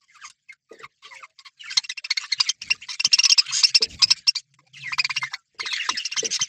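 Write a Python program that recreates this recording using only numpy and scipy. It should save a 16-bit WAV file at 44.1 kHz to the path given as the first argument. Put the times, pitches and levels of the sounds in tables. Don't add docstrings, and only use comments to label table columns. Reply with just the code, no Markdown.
import sys
import numpy as np
from scipy import signal
from scipy.io import wavfile
from scipy.ndimage import uniform_filter1d, minimum_filter1d

SR = 44100
rng = np.random.default_rng(int(sys.argv[2]) if len(sys.argv) > 2 else 0)


def materialize(psi):
    bounded = np.clip(np.atleast_2d(psi).T, -1, 1)
    quanta = np.round(bounded * 32767).astype(np.int16)
    wavfile.write(sys.argv[1], SR, quanta)


def ratio_of_db(decibels):
    return 10 ** (np.asarray(decibels, float) / 20)


N = 285768

# (time [s], level [dB])
STIR_ROWS = [(0, -86), (.31, -75), (.6, -99), (.92, -72), (1.6, -78), (1.8, -52.5), (1.96, -73),
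             (2.1, -55.5), (2.49, -49), (2.58, -66.5), (2.65, -56), (3.68, -50), (4.22, -57), (4.55, -82.5),
             (5.18, -49), (5.4, -90.5), (5.76, -47), (6.48, -51.5)]
# (middle [s], length [s], level [dB])
WING_PUFFS = [(.28, 0.23, -74), (.86, 0.043, -63), (1.2, 0.57, -87), (1.75, 0.43, -69), (2.7, 0.5, -54.5),
              (2.88, 0.1, -69), (3.07, 0.15, -56), (3.2, 0.28, -71.5), (3.93, 0.3, -44.5),
              (4.08, 0.24, -47), (4.2, .15, -63), (5.02, 1, -63), (5.63, 0.36, -63), (5.8, 0.4, -74.5),
              (6.21, 0.37, -71), (6.42, 0.34, -65)]
# (middle [s], length [s], level [dB])
DRONE_SWELLS = [(.85, .1, -66), (2.38, 0.15, -61.5), (2.74, 0.04, -48), (3.07, 0.037, -51),
                (3.52, 0.17, -57.5), (3.73, 0.11, -57), (4.05, 0.73, -59), (4.6, 0.75, -63),
                (4.86, 0.51, -53), (5.08, 0.54, -56), (5.23, 0.27, -55.5), (5.63, 0.13, -88),
                (6.21, 0.25, -60), (6.42, 0.037, -41.5)]
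# (frequency [Hz], level [dB])
PUFF_SPECTRUM = [(25, -46.5), (50, 8), (100, -5), (200, -4), (330, -24.5), (700, -23), (1200, -48.5)]
# (frequency [Hz], level [dB])
BABBLE_SPECTRUM = [(290, -69), (500, -39), (846, -55.5), (1010, -14.5), (1430, -2.5), (2130, 9), (4200, 4),
                   (5460, -30.5), (9240, -120)]
# (frequency [Hz], level [dB])
HISS_SPECTRUM = [(2240, -35.5), (3800, -10.5), (4470, 14.5), (6610, 8), (7730, 8), (8870, -37),
                 (9370, -25.5), (14900, -51), (16000, -67)]
# (start [s], end [s], start pitch [Hz], end pitch [Hz], level [dB], second harmonic [dB])
COO_CALLS = [
    (1.04, 1.095, 386, 463, -62.5, -36),
    (1.078, 1.248, 548, 525, -62, -36),
    (1.184, 1.347, 647, 640, -75, -26),
    (1.772, 1.79, 713, 720, -52.5, -32),
    (2.01, 2.09, 604, 600, -74, -32),
    (4.658, 4.686, 782, 774, -66.5, -29),
    (4.989, 5.049, 719, 710, -60.5, -29.5),
    (5.164, 5.25, 614, 600, -70, -26),
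    (5.316, 5.366, 688, 600, -67.5, -31),
]
# (start [s], end [s], start
# pitch [Hz], end pitch [Hz], level [dB])
WHISTLE_CALLS = [(0.08, 0.106, 2030, 2100, -54), (0.1, 0.135, 1940, 1560, -56),
                 (0.134, 0.16, 2100, 2070, -54), (0.175, 0.213, 1330, 1950, -51.5),
                 (0.208, 0.236, 3180, 2960, -58), (0.739, 0.761, 1800, 2150, -54),
                 (0.785, 0.803, 1755, 1790, -45.5), (0.799, 0.819, 1950, 1866, -45),
                 (0.485, 0.497, 2680, 2360, -50.5), (0.492, 0.512, 2176, 2110, -42.5),
                 (0.511, 0.539, 2030, 1360, -51), (0.513, 0.525, 2330, 2130, -52),
                 (1.153, 1.176, 2290, 2170, -42.5), (1.167, 1.184, 2650, 2800, -46.5),
                 (1.176, 1.203, 2500, 2070, -48), (2.623, 2.693, 2730, 2000, -48.5),
                 (1.568, 1.621, 4300, 3880, -57), (1.591, 1.636, 3260, 2650, -43),
                 (1.602, 1.638, 2650, 2040, -52.5), (1.635, 1.656, 1745, 1800, -38.5),
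                 (1.653, 1.663, 2930, 2630, -37.5), (1.666, 1.713, 2440, 1950, -40),
                 (2.377, 2.43, 2880, 2780, -38.5), (2.428, 2.476, 3500, 2720, -48.5),
                 (2.455, 2.498, 2550, 1926, -37), (3.402, 3.476, 1050, 1590, -46),
                 (3.486, 3.51, 2650, 2510, -41), (3.481, 3.51, 3520, 3570, -45),
                 (3.483, 3.51, 4360, 4240, -38), (3.506, 3.56, 1122, 1734, -43.5),
                 (4.068, 4.128, 5080, 5160, -37), (4.765, 4.808, 2775, 2690, -42),
                 (4.802, 4.831, 4740, 2840, -42.5), (4.823, 4.856, 2870, 2250, -40),
                 (4.842, 4.911, 2287, 1800, -35),
                 (5.213, 5.251, 2140, 2060, -30.5), (5.255, 5.275, 1890, 1760, -35.5),
                (5.276, 5.335, 1766, 1670, -55.5), (5.288, 5.334, 4150, 4050, -74),
                (5.583, 5.626, 5150, 4050, -38.5), (5.618, 5.663, 3430, 2340, -40),
                (5.642, 5.725, 4400, 3374, -37), (5.703, 5.749, 4720, 2970, -33.5),
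                (5.743, 5.769, 3970, 3030, -35.5), (5.794, 5.82, 2875, 2686, -26.5),
                (5.703, 5.734, 2800, 2390, -35.5), (5.781, 5.801, 1710, 1990, -47),
                (5.802, 5.834, 2400, 1773, -33), (5.844, 5.871, 1940, 1485, -36.5),
                (5.826, 5.845, 3500, 3500, -40), (5.862, 5.9, 3630, 3700, -45),
                (5.883, 5.935, 2810, 2785, -34.5), (5.942, 5.976, 2240, 1630, -33.5),
                (5.985, 6.02, 3280, 2620, -30)]
# (start [s], end [s], start pitch [Hz], level [dB])
SLIDE_CALLS = [
    (1.654, 1.667, 1540, -43.5),
    (1.705, 1.722, 1754, -37),
    (1.567, 1.602, 4900, -66),
    (4.731, 4.77, 3700, -46),
    (5.657, 5.696, 2340, -39),
    (5.773, 5.785, 1970, -27),
]
# (start [s], end [s], pitch [Hz], level [dB])
MURMUR_CALLS = [(0.008, 0.044, 1180, -58), (1.02, 1.042, 1135, -50), (1.047, 1.078, 1210, -48),
                (1.777, 1.781, 904, -30), (2.204, 2.264, 1212, -48.5), (3.169, 3.213, 1066, -50),
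                (3.255, 3.303, 1153, -44.5), (3.508, 3.512, 1150, -34), (3.987, 4.054, 1123, -40),
                (4.587, 4.592, 1090, -46.5), (4.834, 4.859, 1069, -50.5), (5.305, 5.372, 825, -39.5),
                (5.33, 5.428, 1450, -59.5)]
# (start [s], end [s], start pitch [Hz], end pitch [Hz], level [dB])
REEDY_CALLS = [(0.14, 0.179, 1490, 1104, -48.5), (0.208, 0.237, 1924, 1360, -46),
               (0.228, 0.26, 1483, 994, -38.5), (0.262, 0.28, 1200, 1100, -60),
               (0.475, 0.49, 1090, 1070, -68), (0.543, 0.557, 1410, 1370, -64),
               (0.686, 0.731, 1233, 1256, -53), (0.716, 0.756, 2050, 1800, -51.5),
               (0.755, 0.794, 1900, 1700, -52.5), (0.812, 0.837, 1534, 1390, -49.5),
               (0.829, 0.853, 1396, 1012, -37), (1.102, 1.167, 1150, 845, -43.5),
               (1.194, 1.227, 1564, 1463, -51.5), (1.223, 1.249, 1456, 972, -38.5),
               (1.378, 1.421, 1110, 1060, -54), (1.449, 1.481, 1203, 995, -46),
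               (2.747, 2.757, 1140, 1280, -45.5), (2.782, 2.815, 1320, 1840, -76),
               (2.885, 2.897, 976, 1046, -35.5), (4.735, 4.787, 1260, 1303, -67),
               (4.76, 4.782, 2180, 2004, -45.5), (6.212, 6.278, 1980, 1895, -47.5)]
# (start [s], end [s], start pitch [Hz], end pitch [Hz], level
# [dB])
FOOT_THUDS = [
    (2.725, 2.755, 478, 397, -63),
    (3.038, 3.085, 463, 170, -48.5),
    (3.13, 3.192, 230, 191, -66),
    (4.58, 4.62, 340, 279, -70.5),
    (4.6, 4.7, 520, 527, -75),
    (4.85, 4.933, 285, 280, -66),
    (4.995, 5.049, 494, 492, -67),
    (5.885, 5.962, 484, 192, -47),
    (6.17, 6.228, 280, 170, -55),
    (6.25, 6.32, 300, 151, -51),
]
# (time [s], peak [dB])
FOOT_KNOCKS = [(0.713, -16.5), (0.8, -25.5), (2.735, -42), (3.045, -36), (3.808, -10), (5.546, -39.5),
               (5.592, -30.5), (5.63, -24.5), (5.89, -21.5), (6.23, -6.5), (6.258, -42)]
# (frequency [Hz], level [dB], t60 [s])
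TRAY_MODES = [(340, -15, 0.084), (449.2, -1, 0.12), (560, -38.5, 0.057), (210.2, -24, 0.22)]
# (time [s], peak [dB], ring [Hz])
HUSK_CRACKS = [(0.154, -31, 2540), (0.299, -19, 6800), (0.5252, -29, 4300), (0.727, -33, 5330),
               (1.1485, -28.5, 2570), (1.297, -47, 6280), (3.464, -21.5, 2540), (4.181, -41, 6380),
               (4.5392, -31.5, 2610), (4.668, -39, 4570), (2.737, -28, 5200), (5.9486, -35, 5450),
               (6.347, -35, 4050)]
# (start [s], end [s], level [dB], throat factor [ratio])
SQUAWK_CALLS = [(0.241, 0.284, -43.5, 0.95), (0.83, 0.856, -49, 0.55), (1.388, 1.398, -42.5, 0.72),
                (1.446, 1.485, -44.5, 0.61), (1.711, 1.76, -46, 1.07), (2.886, 2.926, -32.5, 0.79),
                (2.193, 2.258, -42.5, 0.38), (1.017, 1.108, -52, 0.55), (1.036, 1.069, -44.5, 0.43),
                (2.928, 2.945, -34.5, 0.89), (3.475, 3.515, -37.5, 0.44), (3.517, 3.624, -24, 0.98),
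                (3.529, 3.62, -37, 0.57), (3.663, 3.704, -33.5, 0.88), (3.883, 3.956, -49.5, 1.03),
                (4.16, 4.197, -49, 1.09), (4.377, 4.403, -41.5, 0.98), (6.304, 6.368, -28, 0.92),
                (6.326, 6.372, -27, 0.78)]
# (frequency [Hz], width [Hz], level [dB])
THROAT_MODES = [(1800, 300, -30.5), (3400, 830, 1.5), (5000, 530, 9.5), (6630, 570, 11.5), (7270, 310, -14)]
# (frequency [Hz], level [dB])
PIPE_RESPONSE = [(700, -26.5), (1050, -3), (1600, -19.5), (2600, -3.5), (3500, 1.5), (5200, 7),
                 (6500, -7.5), (8000, -13.5), (9300, -45), (11000, -18.5), (15500, -27)]
# (time [s], peak [dB], second harmonic top [Hz], length [s], leap time constant [s])
SHRILL_CHIRPS = [(1.697, -25, 3740, 0.028, 0.0099), (1.7693, -3, 4503, 0.02, 0.0027),
                 (2.399, -4.5, 5960, 0.014, 0.0041), (2.488, -5, 6965, 0.021, 0.0035),
                 (3.042, -6, 6630, 0.03, 0.0046), (3.127, -2.5, 5650, 0.026, 0.0019),
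                 (3.23, -8.5, 6070, 0.041, 0.0025), (3.2932, -3.5, 6840, 0.022, 0.0029),
                 (3.314, -2, 5940, 0.021, 0.0026), (3.377, 0, 5384, 0.029, 0.0026),
                 (3.629, -2.5, 5934, 0.035, 0.0057), (3.7439, -3, 5700, 0.035, 0.004),
                 (3.817, -6, 5700, 0.031, 0.0047), (4.0185, -1, 5570, 0.031, 0.0049),
                 (4.1039, -1, 5946, 0.02, .004), (4.269, -11, 5890, 0.038, 0.0053),
                 (4.351, -13.5, 5020, 0.035, 0.0048), (5.968, -15.5, 5404, 0.027, 0.0023),
                 (6.0492, -14.5, 5860, 0.026, 0.0013), (6.175, -11, 6320, 0.034, 0.0018),
                 (6.2435, -15, 6100, 0.031, 0.0011), (6.409, -12, 6310, 0.041, 0.0023)]
# (time [s], peak [dB], second harmonic top [Hz], length [s], fundamental [dB])
CHATTER_CHIRPS = [(1.72, -19, 5660, 0.011, -2.5), (1.8346, -26.5, 5910, 0.026, -6),
                  (1.891, -17, 4066, 0.022, -4), (1.91, -21.5, 5640, 0.015, -4),
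                  (1.971, -23.5, 5720, 0.024, -4), (2.041, -17.5, 5680, 0.019, -3.5),
                  (2.103, -10, 4535, 0.023, -4), (2.1688, -11.5, 4550, 0.02, -4.5),
                  (2.3164, -13, 4400, 0.027, -8), (2.6132, -22, 6350, 0.021, -11),
                  (2.7, -11, 5870, 0.027, -5.5), (2.81, -34.5, 6460, 0.046, 8),
                  (2.995, -11, 5860, 0.019, -7.5), (3.116, -23, 6050, 0.0073, 10),
                  (3.184, -4, 6100, 0.023, -13), (3.249, -4, 5630, 0.019, -14.5),
                  (4.988, -10, 5300, 0.027, -5), (5.042, -5.5, 4860, .016, -2.5),
                  (5.161, -11.5, 6130, 0.025, -6), (5.759, -20, 4700, 0.013, -6),
                  (6.113, -21.5, 5970, 0.029, -7.5)]
# (time [s], peak [dB], second harmonic top [Hz], length [s], fundamental [dB])
MELLOW_CHIRPS = [(2.235, -29, 3990, 0.032, 10), (4.9186, -17, 5380, 0.03, 5),
                 (4.981, -12.5, 5490, 0.014, -4), (5.095, -15, 5500, 0.025, 0),
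                 (5.229, -17, 4500, 0.023, 5.5), (5.3322, -18, 5230, 0.023, -1.5),
                 (5.595, -17.5, 4920, 0.026, 0), (5.6557, -17, 4740, 0.024, -2),
                 (5.725, -16.5, 4900, 0.027, -4.5), (5.889, -5.5, 5410, 0.012, -8),
                 (6.163, -16, 5210, 0.018, -4.5), (6.393, -22, 4750, 0.023, 1)]


def evened(x):
    return x / np.sqrt(np.mean(x ** 2) + 1e-20)


def level_db(x, size):
    return 10 * np.log10(abs(uniform_filter1d(x ** 2, size=size)) + 1e-12)


def read(points, hz):
    f, value = np.transpose(points)
    return np.interp(np.log(hz + 1), np.log(f + 1), value)


def add(mix, s, sound):
    part = mix[round(s * SR):][:len(sound)]
    part += sound[:len(part)]


def wobble(count, hz):
    b, a = signal.butter(2, min(hz / SR * 2, .9))
    return evened(signal.lfilter(b, a, rng.standard_normal(count + 400))[400:])


def resonate(x, hz, width_hz):
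    turn = np.exp(2j * np.pi * np.cumsum(hz * np.ones(len(x))) / SR)
    r = np.exp(-np.pi * width_hz / SR)
    return 2 * (turn * signal.lfilter([1 - r], [1, -r], x / turn)).real


def resonate_twice(x, hz, width_hz, second_width_hz):
    return resonate(resonate(x, hz, width_hz), hz, second_width_hz)


def noise(spectrum, patchy_db, flicker_db):
    frames, hz = N // 128 + 5, np.fft.rfftfreq(512, 1 / SR)
    a, b, patches = rng.standard_normal((frames, 257, 3)).T
    patches = uniform_filter1d(patches, size=6, axis=0)
    patches = evened(uniform_filter1d(patches, size=8, axis=1))
    flicker = np.repeat(rng.standard_normal(frames), 7)[:frames]
    gain_db = read(spectrum, hz)[:, None] + patchy_db * patches + flicker_db * flicker
    z = (a + 1j * b) * ratio_of_db(gain_db)
    return evened(signal.istft(z, nperseg=512, noverlap=384)[1][:N])


def aviary(x, t60, wet_db):
    taps = np.zeros(SR // 4)
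    at = np.arange(60, len(taps) - 20, 20)
    taps[at + rng.integers(0, 20, len(at))] = rng.choice([-1., 1.], len(at))
    taps *= ratio_of_db(-60 * np.arange(len(taps)) / SR / t60)
    return x + ratio_of_db(wet_db) * signal.oaconvolve(x, taps / np.linalg.norm(taps))[:N]


def stir_db():
    middle_db = -57
    time_s, db = np.transpose(STIR_ROWS)
    return np.interp(np.arange(N) / SR, time_s, db) - middle_db


def swells(rows, rest_db):
    out = np.full(N, ratio_of_db(rest_db))
    for middle, length, db in rows:
        shape = np.hanning(round(max(length, .03) * SR)) ** 2
        add(out, max(middle - length / 2, 0), ratio_of_db(db) * shape)
    return out


def air():
    hz, width_hz = 137.9, 14
    drone = evened(resonate_twice(rng.standard_normal(N), hz, width_hz, 2 * width_hz))
    puffs = swells(WING_PUFFS, rest_db=-84) * noise(PUFF_SPECTRUM, patchy_db=1.5, flicker_db=1)
    return puffs + ratio_of_db(4.0) * swells(DRONE_SWELLS, rest_db=-90) * drone


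def warble(start, end, hz0, hz1, db, second_db, rough):
    u = np.linspace(0, 1, round(max(end - start, .01) * SR))
    hz = hz0 * (hz1 / hz0) ** (u ** 0.81) * (1 + rough * wobble(len(u), hz=600))
    phase = 2 * np.pi * np.cumsum(hz) / SR
    pouch = ratio_of_db(5.1 * np.exp(-((hz - 1100) / 250) ** 2))
    beak = ratio_of_db(13.9 * np.exp(-((2 * hz - 2150) / 450) ** 2))
    overtones = ratio_of_db(second_db) * (np.cos(3 * phase) + np.cos(4 * phase))
    voice = pouch * np.cos(phase) + ratio_of_db(second_db) * (beak * np.cos(2 * phase) + overtones)
    flutter = np.exp(15 * rough * wobble(len(u), hz=158))
    return ratio_of_db(db) * evened(voice * flutter) * signal.windows.tukey(len(u), .4)


def babble():
    out = np.zeros(N)
    for place, pitch, fall, span, size in rng.random((230, 5)):
        hz0 = 1500 * 2.9 ** pitch
        hz1 = hz0 * (1.1 - .45 * fall)
        add(out, place * N / SR, warble(0, .015 + .04 * span, hz0, hz1, -12 * size, -8, rough=.03))
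    return evened(out)


def rustle(small):
    low = noise(BABBLE_SPECTRUM, patchy_db=5.5, flicker_db=3) + .4 * aviary(babble(), t60=.08, wet_db=0)
    shuffle = evened(resonate(resonate(rng.standard_normal(N), 270, 520), 310, 510))
    high = noise(HISS_SPECTRUM, patchy_db=5, flicker_db=3) * np.exp(.4 * wobble(N, hz=350))
    stir = stir_db()
    low_gain = ratio_of_db(-52 + 0.65 * stir)
    high_gain = ratio_of_db(-54.5 + 0.43 * stir)
    return signal.sosfilt(small, low_gain * low + high_gain * high) + ratio_of_db(-33.5) * low_gain * shuffle


def far_calls():
    slide_octaves_per_s, murmur_sag = 19, .92
    out = np.zeros(N)
    rows = [(*row, -22) for row in WHISTLE_CALLS]
    for start, end, hz, db in SLIDE_CALLS:
        rows.append((start, end, hz, hz * 2 ** (-slide_octaves_per_s * (end - start)), db, -14.5))
    rows += [(start, end, hz, hz * murmur_sag, db, -18) for start, end, hz, db in MURMUR_CALLS]
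    rows += [(*row, -11) for row in REEDY_CALLS]
    for row in rows:
        add(out, row[0], warble(*row, rough=.021))
    return out


def knock(db):
    t = np.arange(8000) / SR
    ring = sum(ratio_of_db(d - 60 * t / t60) * np.sin(2 * np.pi * (f * t + rng.random())) for f, d, t60 in TRAY_MODES)
    throb = np.exp(.25 * wobble(len(t), hz=60))
    seed = evened(resonate_twice(rng.standard_normal(len(t)), 380, 260, 260))
    rattle = seed * ratio_of_db(-10.0 - 60 * t / 0.18)
    return ratio_of_db(db - 14.0) * (ring * throb + rattle) * np.clip(t / 0.0061, 0, 1)


def low_sounds():
    out = np.zeros(N)
    for row in COO_CALLS:
        add(out, row[0], warble(*row, rough=0.025))
    for row in FOOT_THUDS:
        add(out, row[0], warble(*row, second_db=-30, rough=.04))
    for s, db in FOOT_KNOCKS:
        add(out, s - .003, knock(db))
    return out


def husk(db, ring_hz):
    t = np.arange(1200) / SR
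    snap = rng.standard_normal(len(t)) * ratio_of_db(-60 * t / .03)
    sound = resonate(snap, ring_hz, 800) + .5 * resonate(snap, 5100, 4000)
    return ratio_of_db(db - 9.5) * sound / abs(sound).max()


def squawk(start, end, db, throat):
    count = round(max(end - start, .01) * SR)
    flow = rng.standard_normal(count) * np.exp(0.27 * wobble(count, hz=423))
    arch = .06 * (np.sin(np.pi * np.arange(count) / count) - .6)
    beak = throat * (1 + arch + 0.014 * wobble(count, hz=40))
    sound = sum(ratio_of_db(d) * resonate_twice(flow, f * beak, w, 2 * w) for f, w, d in THROAT_MODES)
    return ratio_of_db(db) * evened(sound) * signal.windows.tukey(count, .3)


def chirp(db, second_hz, low_db, length, rise):
    t = np.arange(round(max(length, .008) * SR)) / SR
    u = t / length
    leap = 1 - np.exp(-np.maximum(t - .002, 0) / max(rise, .001))
    hz = 1050 + (second_hz / 2 - 1050) * leap - 0.1163 * second_hz * u ** 3
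    jitter = .07 - .058 * np.clip(rise / .0026, .5, 1) * leap
    phase = 2 * np.pi * np.cumsum(hz * (1 + jitter * wobble(len(t), hz=500))) / SR
    low_start_db = 14 * np.log(np.clip(rise / 0.0039, .2, 1.3)) + 0.54 * min(db + 7.5, 0)
    opened = leap ** 1.1
    lift_db = opened * (low_db + 14.5) + (1.65 * low_db + 28 + low_start_db) * (1 - opened)
    voice = 0
    for k in range(1, 7):
        harmonic_db = read(PIPE_RESPONSE, k * hz) + lift_db * (k == 1) - 1.1 * k
        voice = voice + ratio_of_db(harmonic_db) * np.cos(k * phase)
    buzz_depth = rng.uniform(.02, .3)
    buzz_hz = rng.uniform(500, 1200) * (1 + .1 * wobble(len(t), hz=150))
    voice = voice * (1 + buzz_depth * np.cos(2 * np.pi * np.cumsum(buzz_hz) / SR))
    rasp = 0.26 * resonate_twice(rng.standard_normal(len(t)), 5000, 2000, 2800) * (1.2 - leap)
    puff = resonate(rng.standard_normal(len(t)), 2000, 1800) * (.3 - rng.uniform(0.088, 0.39) * leap)
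    flutter = np.exp(.36 * wobble(len(t), hz=260))
    attack = np.clip(t / 0.00024, 0, 1)
    swell = 0.15 + 1.6 * leap ** 1.53 * np.clip(u / 0.14, .3, 1)
    fade = np.cos(np.clip(u, 0, 1) ** 1.62 * np.pi / 2) ** 2.12
    sound = (voice + rasp + puff) * attack * swell * fade
    cluck_db = -6 - 16 * rng.random() + 0.38 * low_db + low_start_db - 60 * t / 0.016
    cluck = np.sin(2 * np.pi * 1080 * t) * np.clip(t / 0.0014, 0, 1) * ratio_of_db(cluck_db)
    return ratio_of_db(db + 2.0) * (0.74 * flutter * sound / abs(sound).max() + cluck)


def near_calls():
    out = np.zeros(N)
    rows = []
    for s, db, hz, length, rise in SHRILL_CHIRPS:
        low_db = -18 - 3.5 * (hz - 5600) / 1000 - 150 * (length - .022)
        rows.append((s, db, hz, length, rise, low_db))
    for s, db, hz, length, low_db in CHATTER_CHIRPS:
        rise = 0.1226 * length * (hz / 5600) ** 2
        rows.append((s, db, hz, length, rise, low_db))
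    for s, db, hz, length, low_db in MELLOW_CHIRPS:
        rows.append((s, db, hz, length, 0.00615, low_db))
    for s, db, hz, length, rise, low_db in rows:
        add(out, s, chirp(db, hz, low_db, length, rise))
    for row in SQUAWK_CALLS:
        add(out, row[0], squawk(*row))
    for s, db, ring_hz in HUSK_CRACKS:
        add(out, s, husk(db, ring_hz))
    return out


def spray(birds):
    top = signal.butter(2, [11500, 16000], "bandpass", fs=SR, output="sos")
    fitful_db = 9 * np.clip(wobble(N, hz=25), -2, .6)
    hiss = evened(signal.sosfilt(top, rng.standard_normal(N)))
    return ratio_of_db(-49 + 0.78 * level_db(birds, size=300) + fitful_db) * hiss


def noise_filter(birds):
    release_db_per_s = 3002
    held_db = -minimum_filter1d(-level_db(birds, size=100), size=450, origin=190)
    fall_db = np.arange(N) * release_db_per_s / SR
    held_db = np.maximum.accumulate(held_db + fall_db) - fall_db
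    held_db = np.maximum(held_db, 1.7 * stir_db() - 70)
    return ratio_of_db(0.5 * np.clip(uniform_filter1d(held_db, size=160) + 40.0, -42, 0))


def scene():
    near, far = near_calls(), far_calls()
    opening = noise_filter(near + far)
    birds = aviary(near, t60=0.037, wet_db=-3.5) + aviary(far, t60=0.1, wet_db=-1.5)
    birds = birds * opening
    small = signal.butter(9, [985, 9000], "bandpass", fs=SR, output="sos")
    above = signal.butter(6, 9600, "highpass", fs=SR, output="sos")
    heard = signal.sosfilt(small, birds) + ratio_of_db(-23) * signal.sosfilt(above, birds)
    background = ratio_of_db(6) * rustle(small) * opening + air() * opening ** .35
    return (heard + spray(near + far) + low_sounds() + background)[None]


def top_cut(x):
    return signal.sosfilt(signal.butter(12, 16610, fs=SR, output="sos"), x)


def record(dry):
    limit = .8
    firm = signal.sosfilt(signal.butter(4, 45, "highpass", fs=SR, output="sos"), dry)
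    peak = -minimum_filter1d(-abs(firm), size=200)
    limited = firm / uniform_filter1d(np.maximum(peak / limit, 1), size=180)
    edge = signal.firwin(511, 15600, window=("kaiser", 9), fs=SR)
    mix = signal.oaconvolve(limited, edge[None], "same")
    return top_cut(mix)


dry = scene()
out = record(dry)
materialize(out)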